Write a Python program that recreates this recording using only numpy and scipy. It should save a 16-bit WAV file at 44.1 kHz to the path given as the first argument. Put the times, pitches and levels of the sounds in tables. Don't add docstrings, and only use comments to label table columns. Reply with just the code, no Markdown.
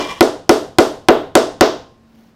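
import sys
import numpy as np
from scipy import signal
from scipy.fft import rfft, irfft
from scipy.io import wavfile

SR = 44100
rng = np.random.default_rng(int(sys.argv[2]) if len(sys.argv) > 2 else 0)


def file_out(sig):
    cols = np.atleast_2d(sig).T
    lim = np.clip(cols, -1, 1)
    pcm = np.round(lim * 32767).astype(np.int16)
    wavfile.write(sys.argv[1], SR, pcm)


N = 103635
T = np.arange(N) / SR


def from_db(db):
    return 10 ** (np.asarray(db) / 20)


def unit_rms(x):
    return x / np.sqrt(np.mean(x ** 2) + 1e-20)


def at_hz(points, hz):
    freqs, values = np.transpose(points)
    return np.interp(np.log(hz + 1e-9), np.log(freqs), values)


def butter(x, hz, kind="low", order=2):
    return signal.sosfilt(signal.butter(order, hz, kind, fs=SR, output="sos"), x)


def noise(spectrum):
    gain = from_db(at_hz(spectrum, np.fft.rfftfreq(N, 1 / SR)))
    return unit_rms(irfft(rfft(rng.standard_normal(N)) * gain, N))


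def flutter(top_hz):
    return unit_rms(butter(rng.standard_normal(N), top_hz))


def decay(t60_s):
    return np.exp(-np.log(1000) * T / t60_s)


def struck(modes, scatter_db=0):
    out = 0
    for k, (hz, db, t60_s) in enumerate(modes):
        gain = (-1) ** k * from_db(db + scatter_db * rng.standard_normal())
        out += gain * decay(t60_s) * np.sin(2 * np.pi * hz * T)
    return out


def delayed(x, delay_s):
    return np.interp(np.arange(N) - round(delay_s * SR), np.arange(N), x, left=0, right=0)


# start in seconds, gain in dB, crack gain in dB, contact edge in Hz,
# room treble gain in dB, ring tilt in dB per octave, click pitch in Hz, click and thump gains in dB.
BLOWS = [(-0.07, -2, -9, 7000, 4.5, -9, 5300, 5, 0), (0.2081, -1, 7.5, 11010, 1, -3.5, 5310, 6.5, 3),
         (0.4933, -0.5, -0.5, 12970, 1.5, -1, 5470, 8, 2), (0.7853, 0, 6, 13000, 1, -1, 4560, 4, 1),
         (1.0858, 1.5, 7.5, 3800, 1, 1, 3180, 1.5, -1.5), (1.3533, 0, 8.5, 10200, 2.5, 1, 3620, 2.5, -2.5),
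         (1.6094, -.5, 10.5, 6380, 5.5, 2, 6050, 3, -1.5)]


def hammer():
    out = 0
    common_room, fresh_share = room_tail(), .48
    for start_s, db, crack_db, edge_hz, treble_db, tilt_db, click_hz, click_db, thump_db in BLOWS:
        room = np.sqrt(1 - fresh_share ** 2) * common_room + fresh_share * room_tail()
        room_bass = butter(room, hz=1500, order=1)
        room_treble = from_db(treble_db) * (room - room_bass)
        burst = soft_contact(crack(crack_db) + room_bass + room_treble, edge_hz)
        steel = head_ring()
        wood = frame(tilt_db, thump_db)
        click = from_db(click_db) * decay(t60_s=.008) * np.sin(2 * np.pi * click_hz * T)
        blow = click + burst + steel + delayed(wood, delay_s=.0005) + far_echo(wood)
        out += from_db(db) * delayed(blow, start_s)
    return out


# frequency in Hz, relative density in dB.
CRACK_SPECTRUM = [(500, -5.5), (1200, -0.5), (2000, 8), (2600, -12.5), (5200, 4.5), (8000, -3.5),
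                  (15000, -20.5)]


def crack(gain_db, echo_db=-19.5):
    direct = from_db(gain_db - 1) * noise(CRACK_SPECTRUM) * decay(t60_s=.012)
    return direct + from_db(echo_db) * delayed(direct, delay_s=.02)


def soft_contact(burst, edge_hz, leak_db=-12.5):
    treble = butter(burst, edge_hz, "high", order=5)
    return butter(burst, edge_hz, order=5) + from_db(leak_db) * treble


# frequency in Hz, relative level in dB, T60 in seconds.
THUMP_MODES = [(349.46, 12, 0.071), (568.3, 5, 0.037), (730.3, 10, 0.033), (1109, 3.5, 0.023),
               (2024, -1.5, 0.037)]
# frequency in Hz, relative level in dB, T60 in seconds.
FRAME_HZ = [256, 292, 328, 352, 379, 432, 486, 562, 633, 652, 739, 880, 1025, 1058, 1149, 1248, 1535]
FRAME_DB = [-8, -13, -11, -8.5, -6, -5, -10, -7, -5.5, -17, -7.5, -20.5, -23.5, -36, -22.5, -18, -22]
FRAME_T60_S = [0.18, 0.24, 0.11, 0.25, 0.21, 0.24, 0.24, 0.12, 0.19, .42, 0.099, 0.22, 0.32, 0.78, 0.27,
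               0.15, 0.18]


def frame(tilt_db, thump_db, pivot_hz=440, radiation_hz=191):
    thump = from_db(thump_db) * struck(THUMP_MODES)
    tilted_db = FRAME_DB + tilt_db * np.log2(np.divide(FRAME_HZ, pivot_hz))
    ring = struck(zip(FRAME_HZ, tilted_db, FRAME_T60_S), scatter_db=1)
    return butter(thump + ring, radiation_hz, "high")


def head_ring(hz=13325, db=-39.5, t60_s=.28):
    blur = 1 + .35 * flutter(top_hz=77)
    return struck([(hz, db, t60_s)]) * blur


# frequency in Hz, relative density in dB.
ROOM_SPECTRUM = [(40, -27.5), (140, -25.5), (195, -26.5), (245, -5.5), (380, -4.5), (520, -4), (700, -5),
                 (900, -12.5), (1400, -16), (2450, -28), (3500, -22.5), (4200, -26.5), (5200, -25.5),
                 (8500, -35), (15000, -44)]
# frequency in Hz, T60 in seconds.
ROOM_T60_S = [(100, 1), (300, 0.43), (700, 0.42), (1800, 0.38), (4800, 0.41), (13000, 0.37)]


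def room_tail(gain_db=-9, build_s=.0019):
    spectrum, hz = rfft(noise(ROOM_SPECTRUM)), np.fft.rfftfreq(N, 1 / SR)
    edges_hz = [0, 180, 450, 1000, 2500, 5000, 9000, SR / 2]
    tail = 0
    for low, high in zip(edges_hz, edges_hz[1:]):
        band = irfft(spectrum * ((hz >= low) & (hz < high)), N)
        tail += band * decay(at_hz(ROOM_T60_S, (low + high) / 2))
    return from_db(gain_db) * tail * (1 - np.exp(-T / build_s))


def far_echo(wood, centre_hz=656, gain_db=-26.5):
    hollow = butter(wood, [centre_hz / 1.2, centre_hz * 1.2], "band")
    return from_db(gain_db) * delayed(hollow, delay_s=.07)


# time in seconds, gain in dB.
SCRAPE_ENVELOPE = [(0, -30), (.015, -29), (.06, -31.5), (.08, -34.5), (.105, -28), (.13, -31.5), (.15, -38),
                   (.19, -39), (.23, -59)]
# frequency in Hz, relative level in dB, T60 in seconds.
SQUEAK_MODES = [(1035, -1, .1), (1110, -2, .04), (2030, -6, .015), (2380, -3, .1), (3000, -4, .012),
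                (3270, -5, .014), (5200, -10, .003)]


def scrape(slips_per_s=3000, grit_db=-5.5):
    slips = (rng.random(N) < slips_per_s / SR) * rng.standard_normal(N)
    squeak = 0
    for hz, db, t60_s in SQUEAK_MODES:
        ringing = signal.fftconvolve(slips, struck([(hz, 0, t60_s)]))
        squeak += from_db(db) * unit_rms(ringing[N // 2:N // 2 + N])
    grit = from_db(grit_db) * unit_rms(butter(slips, hz=4200))
    envelope = from_db(np.interp(T, *np.transpose(SCRAPE_ENVELOPE), right=-200))
    return (unit_rms(squeak) + grit) * envelope


# frequency in Hz, relative density in dB.
CLOTH_SPECTRUM = [(300, 7), (700, 2.5), (2000, -4.5), (4000, -6), (6000, -9), (8000, -21), (15000, -13.5)]


def cloth_rustle(peak_s=2.24, rise_s=.11, fall_s=.055, peak_db=-57):
    width_s = np.where(T < peak_s, rise_s, fall_s)
    swell = np.exp(-((T - peak_s) / width_s) ** 2 / 2)
    grain = np.exp(.3 * flutter(top_hz=400))
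    return from_db(peak_db) * swell * unit_rms(noise(CLOTH_SPECTRUM) * grain)


# frequency in Hz, rms level before the waver in dB.
HUM_TONES = [(226, -55.5)]


def machine_hum(waver_depth=.43):
    hum = 0
    for hz, db in HUM_TONES:
        waver = 1 + waver_depth * flutter(top_hz=2.9)
        hum += from_db(db) * np.sqrt(2) * np.sin(2 * np.pi * hz * T) * waver
    return hum


# frequency in Hz, relative density in dB.
AIR_SPECTRUM = [(25, -9), (70, -5.5), (250, -2.5), (450, -11.5), (900, -16), (2000, -24.5), (5000, -30.5),
                (9000, -40.5), (15000, -46.5)]


def air(rms_db=-53):
    return from_db(rms_db) * noise(AIR_SPECTRUM)


def scene():
    return (hammer() + scrape() + cloth_rustle() + machine_hum() + air())[None]


def record(dry):
    ceiling, knee = .87, 8
    bass_cut_hz, top_cut_hz = 16, 15800
    clipped = dry / (1 + np.abs(dry / ceiling) ** knee) ** (1 / knee)
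    bass_cut = butter(clipped, bass_cut_hz, "high", order=1)
    top_filter = signal.firwin(255, top_cut_hz, fs=SR)
    return signal.fftconvolve(bass_cut, top_filter[None], mode="same", axes=1)


dry = scene()
out = record(dry)
file_out(out)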